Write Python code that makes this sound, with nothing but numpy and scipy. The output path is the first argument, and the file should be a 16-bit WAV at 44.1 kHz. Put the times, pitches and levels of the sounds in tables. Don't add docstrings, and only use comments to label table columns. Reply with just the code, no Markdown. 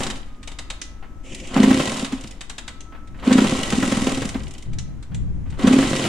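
import sys
import numpy as np
from scipy import signal
from scipy.fft import rfft, irfft, next_fast_len
from scipy.io import wavfile
from scipy.ndimage import uniform_filter1d, map_coordinates

SR = 44100
rng = np.random.default_rng(int(sys.argv[2]) if len(sys.argv) > 2 else 0)


def wav_record(signal):
    frames = np.transpose(np.atleast_2d(signal))
    bounded = np.clip(frames, -1, 1)
    quanta = np.round(bounded * 32767).astype(np.int16)
    wavfile.write(sys.argv[1], SR, quanta)


N = 268480
TIME = np.arange(N) / SR

# start_s, level_db
WIND_LEVEL = [(0, -31.5), (0.7, -36.5), (1.2, -34.5), (1.8, -37), (2.5, -39.5), (3.2, -35), (4.5, -36),
              (5, -37.5), (5.25, -29.5), (6.09, -34)]
# start_s, length_s, level_db
LOW_SWELLS = [(3.08, 0.25, -39), (3.65, 0.78, -38), (4.38, 0.063, -33), (4.65, 0.28, -30),
              (5.09, 0.2, -24.5), (5.34, 0.32, -30.5)]
# pitch_hz, level_db
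RUMBLE_SPECTRUM = [(8, 6.5), (20, -3.5), (36, -6.5), (56, -9), (85, -15.5), (150, -31), (300, -47),
                   (800, -93)]
# pitch_hz, level_db
SWELL_SPECTRUM = [(25, -23), (60, 3), (150, -3), (240, -15.5), (400, -31), (1000, -49), (3000, -87.5)]
# pitch_hz, level_db
AIR_SPECTRUM = [(90, 4), (150, 1), (290, 3.5), (420, -8.5), (800, -12.5), (1300, -16.5), (2000, -19),
                (4500, -31.5), (6500, -27.5), (15500, -45.5)]
# pitch_hz, t60_s
GARAGE_DECAY = [(200, 0.66), (1000, 0.64), (4000, 0.45), (8000, 0.27), (14000, 0.49)]
# pitch_hz, correlation (1 = the same)
STEREO_LIKENESS = [(250, 1), (500, 0.91), (1000, 0.62), (2000, 0.67), (4000, 0.87), (8000, 0.026),
                   (13000, 0.086)]

# start_s, length_s, level_db, pitch_hz
WHISTLES = [(0.248, 0.42, -64, 1242), (0.622, 0.58, -62.5, 1304), (2.617, 0.17, -59, 1305),
            (2.85, 0.2, -56.5, 1305), (4.695, 0.27, -67, 1283)]
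# start_s, level_db, pitch_hz (centre of the ring)
CLINKS = [(0.815, -18, 5700), (2.805, -30, 6300), (4.7853, -21.5, 6000), (5.145, -27.5, 7360)]
# start_s, level_db
METAL_SNAPS = [(0.033, -14.5), (0.065, -15.5), (0.1, -16.5), (0.429, -28.5), (0.474, -20), (0.516, -28),
               (0.587, -18.5), (0.701, -16), (2.045, -13.5), (2.408, -19.5), (2.496, -19), (2.581, -18),
               (2.678, -19), (3.073, -38), (3.326, -8), (4.731, -31), (5.026, -32.5), (5.501, -33.5)]
# start_s, level_db
LEVER_TAPS = [(0.005, -16.5), (1.025, -32), (2.922, -34), (2.948, -36), (3.144, -36), (3.187, -36),
              (3.225, -25), (5.116, -36.5), (5.457, -39), (5.523, -34)]
# pitch_hz, level_db, t60_s
LEVER_MODES = [(1994, -5.5, 0.3), (3160, -14, 0.27), (4100, -5, 0.17), (6200, -17, 0.42)]
# pitch_hz, level_db, t60_s
CASE_MODES = [(1985, -17, 0.43), (2600, -42, .09), (3772, -0.5, 0.1), (4270, -11.5, 0.13),
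              (4880, -5.5, 0.097), (7900, -3, .06)]
# pitch_hz, level_db
CLICK_SPECTRUM = [(900, -5), (2000, 4.5), (3500, 5), (5200, -2.5), (7000, 3), (9500, -4), (11300, -24),
                  (15000, -34)]
# pitch_hz, level_db
BODY_SPECTRUM = [(250, -3), (750, 5), (1300, 3.5), (1900, 0.5), (3000, -5), (7000, -31)]

# start_s, length_s, level_db
PUSHES = [(1.23, 0.28, -43)]
# pitch_hz, level_db
SCRAPE_SPECTRUM = [(280, -3), (380, -5), (560, 4), (800, -7), (1500, -14), (2300, 1.5), (3000, 2),
                   (4200, -14), (7300, -3.5), (9500, -15), (12000, -38)]
# start_s, level_db
GEAR_KNOCKS = [(1.346, -17.5), (1.3992, -24), (1.4707, -23.5), (2.2091, -24), (2.237, -23.5), (2.2728, -23),
               (2.3092, -23.5), (4.253, -15.5), (4.2895, -14), (4.433, -26), (4.4783, -28), (4.508, -25),
               (4.537, -26.5), (4.58, -25.5), (4.624, -26)]
# pitch_hz, level_db
RATTLE_SPECTRUM = [(2000, -23), (3800, -30), (5000, 2.5), (6000, 1.5), (7200, 4.5), (9500, -1),
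                   (11300, -17.5), (14500, -23.5), (16000, -42)]
# pitch_hz, level_db
WHIRR_SPECTRUM = [(1200, -33), (2100, 0), (2700, 0), (3900, -2.5), (4700, -4.5), (7000, -53)]
# pitch_hz, width_hz, level_db
COVER_RESONANCES = [(1946, 42, 6.5), (2580, 23, 4), (2990, 240, -5), (3780, 66, 6), (4090, 53, -9),
                    (5040, 120, -21)]

# start_s, speed_turns_per_s
SPEED_RUNS = [
    [(0, 18), (0.12, 10.5), (0.22, 5.5), (0.42, 2)],
    [(1.43, 5), (1.51, 9), (1.56, 26.7), (1.66, 25.9), (1.77, 35.4), (1.88, 23.3), (2.0, 17.7), (2.08, 8.9),
     (2.22, 7.8), (2.42, 3)],
    [(3.16, 3), (3.22, 8), (3.28, 24.1), (3.38, 28.7), (3.47, 43.3), (3.58, 25.1), (3.7, 19.6),
     (3.95, 21.4), (4.14, 18.9), (4.24, 11.6), (4.38, 8.4), (4.55, 5.5), (4.74, 2.5)],
    [(5.47, 3), (5.57, 6.5), (5.635, 25.5), (5.72, 34), (5.8, 48.4), (5.9, 49.5), (6.09, 41)],
]
CHUFF_MARKS = [0.012, 1.569, 3.281, 5.648]
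# start_s, level_db
CHARGE_RUNS = [
    [(0, -29), (0.2, -35)],
    [(1.52, -35), (1.565, -3), (1.61, 0.5), (1.72, -2.5), (1.755, -18), (1.9, -46), (2.04, -13),
     (2.14, -12), (2.24, -34)],
    [(3.22, -46), (3.275, -1), (3.35, 1), (3.44, -8), (3.52, -41), (3.67, -27), (3.745, -6), (4.15, -15.5),
     (4.37, -13.5), (4.46, -37)],
    [(5.58, -43), (5.64, 0), (5.765, -2), (5.8, -7), (5.89, -22), (6.09, -45)],
]
# start_s, level_db (bark), crack_db
FIRINGS = [(1.57, -8, -18.5), (1.629, -6.5, -13), (1.703, -5, -20), (1.795, -7, -19), (2.121, -19.5, -10.5),
           (3.306, -8.5, -28), (3.378, -4.5, -19), (3.441, -9, -15.5), (3.722, -11.5, -11),
           (3.824, -5.5, -24), (3.917, -9, -16), (4.068, -8.5, -15), (4.218, -13.5, -13.5),
           (4.346, -17.5, -29), (5.67, -5, -13.5), (5.727, -8.5, -12.5), (5.782, -9, -22), (5.826, -9, -22),
           (6.046, -8.5, -26)]
# pitch_hz, level_db
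BARK_SPECTRUM = [(60, -17), (130, 7.5), (400, 1.5), (1000, -6), (1800, -8.5), (3000, -14.5), (6000, -37),
                 (12000, -37.5)]
# pitch_hz, level_db
RASP_SPECTRUM = [(250, -34), (420, 2), (700, 2.5), (860, -2), (1050, 1.5), (1500, -3), (1900, -9),
                 (2600, -12), (4000, -20), (9000, -46)]
# pitch_hz, width_hz, level_db
PIPE_RESONANCES = [(130, 60, -11), (217.2, 12, -2.5), (263.2, 13.7, -1), (373, 57, -10.5),
                   (527.4, 7.5, -5.5), (690, 44, -23)]

PIPE_HZ = 261.8
CHUFF_HZ, CHUFF_HZ_PER_SPEED = 226.9, 0.57
KNOCK_LEAD = 0.1489
BLUR_SPEED = 55
KICK_LEAD_S, KICK_S, KICK_GEAR_DB = 0.0088, 0.097, -8
RASP_LAG_S, RASP_S, KICK_RASP_DB = 0.025, 0.055, 4
TOP_HZ = 15750


def amp(db):
    return 10 ** (np.asarray(db) / 20)


def unit(x):
    return x / np.sqrt(np.mean(x ** 2) + 1e-20)


def along(points, hz):
    f, v = np.transpose(points)
    return np.interp(np.log(hz + 1), np.log(f + 1), v)


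def wobble(rate):
    knots = rng.standard_normal(int(N * rate / SR) + 4)
    return map_coordinates(knots, [TIME * rate])


def crackle(rate, depth_db):
    return unit(amp(depth_db * wobble(rate)))


def filtered(x, response):
    m = next_fast_len(N + SR // 2)
    hz = np.fft.rfftfreq(m, 1 / SR)
    return irfft(rfft(x, m) * response(hz), m)[..., :N]


def noise(spectrum, likeness=STEREO_LIKENESS):
    def mid_side(hz):
        turn = np.arccos(np.clip(along(likeness, hz), -1, 1)) / 2
        return amp(along(spectrum, hz)) * [np.cos(turn), np.sin(turn)]

    mid, side = filtered(rng.standard_normal((2, N)), mid_side)
    return unit(np.array([mid + side, mid - side]))


def resonant(hz, modes):
    total = 0
    for k, (centre, width, db) in enumerate(modes):
        damping = 1j * hz * width
        total = total + (-1) ** k * amp(db) * damping / (centre * centre - hz * hz + damping)
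    return total


def add(track, s, sound):
    part = track[..., max(round(s * SR), 0):][..., :sound.shape[-1]]
    part += sound[..., :part.shape[-1]]


def bursts(times, dbs, rise, t60):
    t, track = np.arange(SR // 4) / SR, np.zeros(N)
    shape = (1 - np.exp(-t / rise)) * amp(-60 * t / t60)
    for s, db in zip(times, dbs):
        add(track, s, amp(db) * shape)
    return track


def swells(rows, attack, release):
    track = np.zeros(N)
    for s, length, db, *_ in rows:
        rise = np.clip((TIME - s) / attack, 0, 1)
        track += amp(db) * rise * np.exp(-np.maximum(TIME - s - length, 0) / release)
    return track


def ringing(times, dbs, modes):
    t, track = np.arange(SR // 2) / SR, np.zeros((2, N))
    for s, db in zip(times, dbs):
        for hz, mode_db, t60 in modes:
            size, phase = rng.standard_normal((2, 2, 1))
            decay = amp(db + mode_db + 2 * size - 60 * t / t60)
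            add(track, s, decay * np.sin(2 * np.pi * hz * t + phase))
    return track


def outdoors():
    rumble_db = 4.5 + np.interp(TIME, *np.transpose(WIND_LEVEL)) + 1.26 * wobble(6.4)
    rumble = amp(rumble_db) * noise(RUMBLE_SPECTRUM, [(50, 0.83)])
    swell_level = swells(LOW_SWELLS, attack=0.036, release=0.073) * amp(2.4 * wobble(7.8))
    low_swells = swell_level * noise(SWELL_SPECTRUM, [(100, 0.05)])
    hiss = amp(-46.5) * noise(AIR_SPECTRUM, [(200, 1.0), (2000, 0.47), (8000, .1)])
    return (rumble + low_swells) * amp([[1.8], [-1.8]]) + hiss


def garage(x, bass_db=-9):
    hz, t, z = signal.stft(rng.standard_normal((2, SR * 2 // 3)), SR, nperseg=256)
    treble = np.clip((hz[:, None] - 350) / 400, 0, 1)
    z = z * treble + z[:1] * (1 - treble) * amp(bass_db)
    z = z * amp(-60 * t / along(GARAGE_DECAY, hz)[:, None])
    tail = signal.istft(z, SR, nperseg=256)[1]
    tail = np.pad(tail / np.linalg.norm(tail[0]), ((0, 0), (SR // 200, 0)))
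    return signal.fftconvolve(x, tail, axes=1)[:, :N]


def whistle():
    waver = np.cumsum(1 + .003 * wobble(60)) / SR
    tones = np.zeros(N)
    for row in WHISTLES:
        tones += swells([row], attack=0.029, release=0.076) * np.sin(2 * np.pi * row[3] * waver)
    return amp(5.5) * tones * crackle(rate=9, depth_db=1.0)


def clinks(width_hz=1100, ring_db=-4, tail_db=-27):
    track, snap = np.zeros((2, N)), noise(CLICK_SPECTRUM)
    for s, db, centre_hz in CLINKS:
        blow = bursts([s], [db - 9.5], rise=0.00077, t60=0.062)
        tail = bursts([s], [db + tail_db], rise=0.0075, t60=0.29)
        shimmer = unit(filtered(snap, lambda hz: resonant(hz, [(centre_hz, width_hz, 0)])))
        track += blow * snap + (amp(ring_db) * blow + tail) * shimmer
    s, db, _ = np.transpose(CLINKS)
    return track + ringing(s, db - 21.5, LEVER_MODES)


def snaps_and_taps():
    s, db = np.transpose(METAL_SNAPS)
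    snaps = bursts(s, db - 6.0, rise=0.0026, t60=0.053) * noise(CLICK_SPECTRUM)
    thuds = bursts(s, db - 20.5, rise=0.00081, t60=0.15) * noise(BODY_SPECTRUM)
    case = ringing(s, db - 19, CASE_MODES)
    s, db = np.transpose(LEVER_TAPS)
    taps = bursts(s, db - 9.5, rise=0.00088, t60=0.18) * noise(BODY_SPECTRUM)
    return snaps + thuds + case + taps


def covers(x, ring_db=3):
    return x + amp(ring_db) * filtered(x, lambda hz: resonant(hz, COVER_RESONANCES))


def slow_knocks(ring_db=-26):
    s, db = np.transpose(GEAR_KNOCKS)
    rattle = noise(RATTLE_SPECTRUM) + covers(amp(-4) * noise(WHIRR_SPECTRUM))
    knocks = bursts(s, db - 11.5, rise=0.0014, t60=0.042) * rattle
    return knocks + ringing(s, db + ring_db, LEVER_MODES[:1])


def pipe(x):
    return filtered(x, lambda hz: resonant(hz, PIPE_RESONANCES) / (1 + (hz / 900) ** 4))


def piped(x, reflection=0.22):
    def response(hz):
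        returned = reflection / (1 + (hz / 4000) ** 2)
        return 1 / (1 - returned * np.exp(-2j * np.pi * hz / PIPE_HZ))

    return unit(filtered(x, response))


def push(grumble_db=1):
    scrape = noise(SCRAPE_SPECTRUM) * crackle(rate=70, depth_db=3.0)
    grumble = amp(grumble_db) * unit(pipe(rng.standard_normal(N))) * crackle(rate=50, depth_db=6)
    return swells(PUSHES, attack=0.049, release=0.054) * (scrape + grumble)


def crank_speed():
    return sum(np.interp(TIME, *np.transpose(run), left=0, right=0) for run in SPEED_RUNS)


def strokes(run, mark_s, count=1, lead=0):
    t = TIME[(TIME >= run[0][0]) & (TIME <= run[-1][0])]
    turns = np.cumsum(np.interp(t, *np.transpose(run))) / SR
    marks = np.floor(count * (turns - np.interp(mark_s, t, turns) + lead))
    return t[1:][np.diff(marks) > 0]


def with_speed(speed, db, knee, power):
    return amp(db) / np.sqrt(1 + (knee / (speed + 1e-3)) ** (2 * power))


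def under_foot(lag_s, width_s):
    return sum(np.exp(-((TIME - s - lag_s) / width_s) ** 2) for s in CHUFF_MARKS[1:])


def even(gate):
    return gate / np.sqrt(np.abs(uniform_filter1d(gate ** 2, SR // 12)) + 1e-9)


def gears(knock_rise=0.0012, knock_life=0.0036, scatter_db=5.16):
    t, knocks = np.arange(SR // 10) / SR, np.zeros(N)
    shape = (1 - np.exp(-t / knock_rise)) * np.exp(-t / knock_life)
    for run, mark_s in zip(SPEED_RUNS, CHUFF_MARKS):
        for s in strokes(run, mark_s, count=2, lead=KNOCK_LEAD):
            add(knocks, s, amp(scatter_db * rng.standard_normal()) * shape)
    speed, load = crank_speed(), under_foot(-KICK_LEAD_S, KICK_S)
    whirr = with_speed(speed, db=-32.5, knee=20.4, power=2.13) * amp(-3.5 * load)
    clatter = with_speed(speed, db=-35.5, knee=17.4, power=4.3) * amp(KICK_GEAR_DB * load)
    loose = with_speed(speed, db=-48, knee=9.1, power=2.7) * amp(KICK_GEAR_DB * load)
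    teeth = even(speed / BLUR_SPEED + knocks) * crackle(rate=780, depth_db=2.5)
    rattle = clatter * teeth + loose * crackle(rate=90, depth_db=5.0)
    return covers(whirr * teeth * noise(WHIRR_SPECTRUM)) + rattle * noise(RATTLE_SPECTRUM)


def exhaust(puff_life=0.0044, scatter_db=5.16):
    puffs, pulses = np.zeros((2, N))
    t = np.arange(SR // 10) / SR
    for run, mark_s in zip(SPEED_RUNS, CHUFF_MARKS):
        for s in strokes(run, mark_s, lead=KNOCK_LEAD):
            size = amp(scatter_db * rng.standard_normal(1))
            add(puffs, s, size * np.exp(-t / puff_life))
            add(pulses, s, size)
    speed = crank_speed()
    drone = with_speed(speed, db=-23.5, knee=24, power=1.86)
    rush = amp(KICK_RASP_DB * under_foot(RASP_LAG_S, RASP_S))
    rasp = with_speed(speed, db=-31.5, knee=17.55, power=2.5) * rush
    gas = even(1 + puffs) * crackle(rate=350, depth_db=2.0) * crackle(rate=40, depth_db=0.93)
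    throb = unit(pipe(pulses)) * .45 + unit(pipe(gas * rng.standard_normal(N))) * .75
    return drone * throb + rasp * gas * piped(noise(RASP_SPECTRUM))


def bangs(bark_db=-4.0):
    s, db, crack_db = np.transpose(FIRINGS)
    bark = bursts(s, db + bark_db, rise=0.0045, t60=0.085) * piped(noise(BARK_SPECTRUM))
    crack = bursts(s, db + crack_db, rise=0.0017, t60=0.079) * noise(CLICK_SPECTRUM)
    return bark + crack


def chuffs(swell=0.005, fall=0.0044, echo_s=0.01868, echo_db=-11, upper_hz=395, upper_db=-15,
           ring_db=-6.5, direct_db=-2.0, scatter_db=0.45):
    lead = SR // 25
    t, track = np.arange(-lead, lead) / SR, np.zeros(N + lead)
    shape = 1 / np.cosh(t / np.where(t < 0, swell, fall) * np.sqrt(2))
    for run, mark_s, charge in zip(SPEED_RUNS, CHUFF_MARKS, CHARGE_RUNS):
        for s in strokes(run, mark_s):
            size, start, detune, upper_start = rng.standard_normal(4)
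            db = np.interp(s, *np.transpose(charge)) + scatter_db * size
            speed = np.interp(s, *np.transpose(run))
            hz = CHUFF_HZ + CHUFF_HZ_PER_SPEED * speed + 9 * detune
            tone = np.cos(2 * np.pi * hz * t + 1.08 * start)
            upper = amp(upper_db) * np.sin(2 * np.pi * upper_hz * t + 2 * upper_start)
            boom = amp(db) * shape * (tone + upper)
            add(track, s, boom)
            add(track, s + echo_s, amp(echo_db) * boom)
    booms = track[lead:]
    return amp(direct_db) * booms + amp(ring_db) * pipe(booms)


def scene():
    engine = chuffs() + bangs() + exhaust() + gears() + push()
    metal = slow_knocks() + snaps_and_taps() + clinks() + whistle()
    bike = (engine + metal) * amp([[-.2], [.2]])
    return bike + garage(amp(-8.0) * engine + amp(-7) * metal) + outdoors()


def record(dry):
    rounded = dry / (1 + (dry / .92) ** 8) ** (1 / 8)
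    return filtered(rounded, lambda hz: (hz < TOP_HZ) * hz / (hz + 4))


dry = scene()
out = record(dry)
wav_record(out)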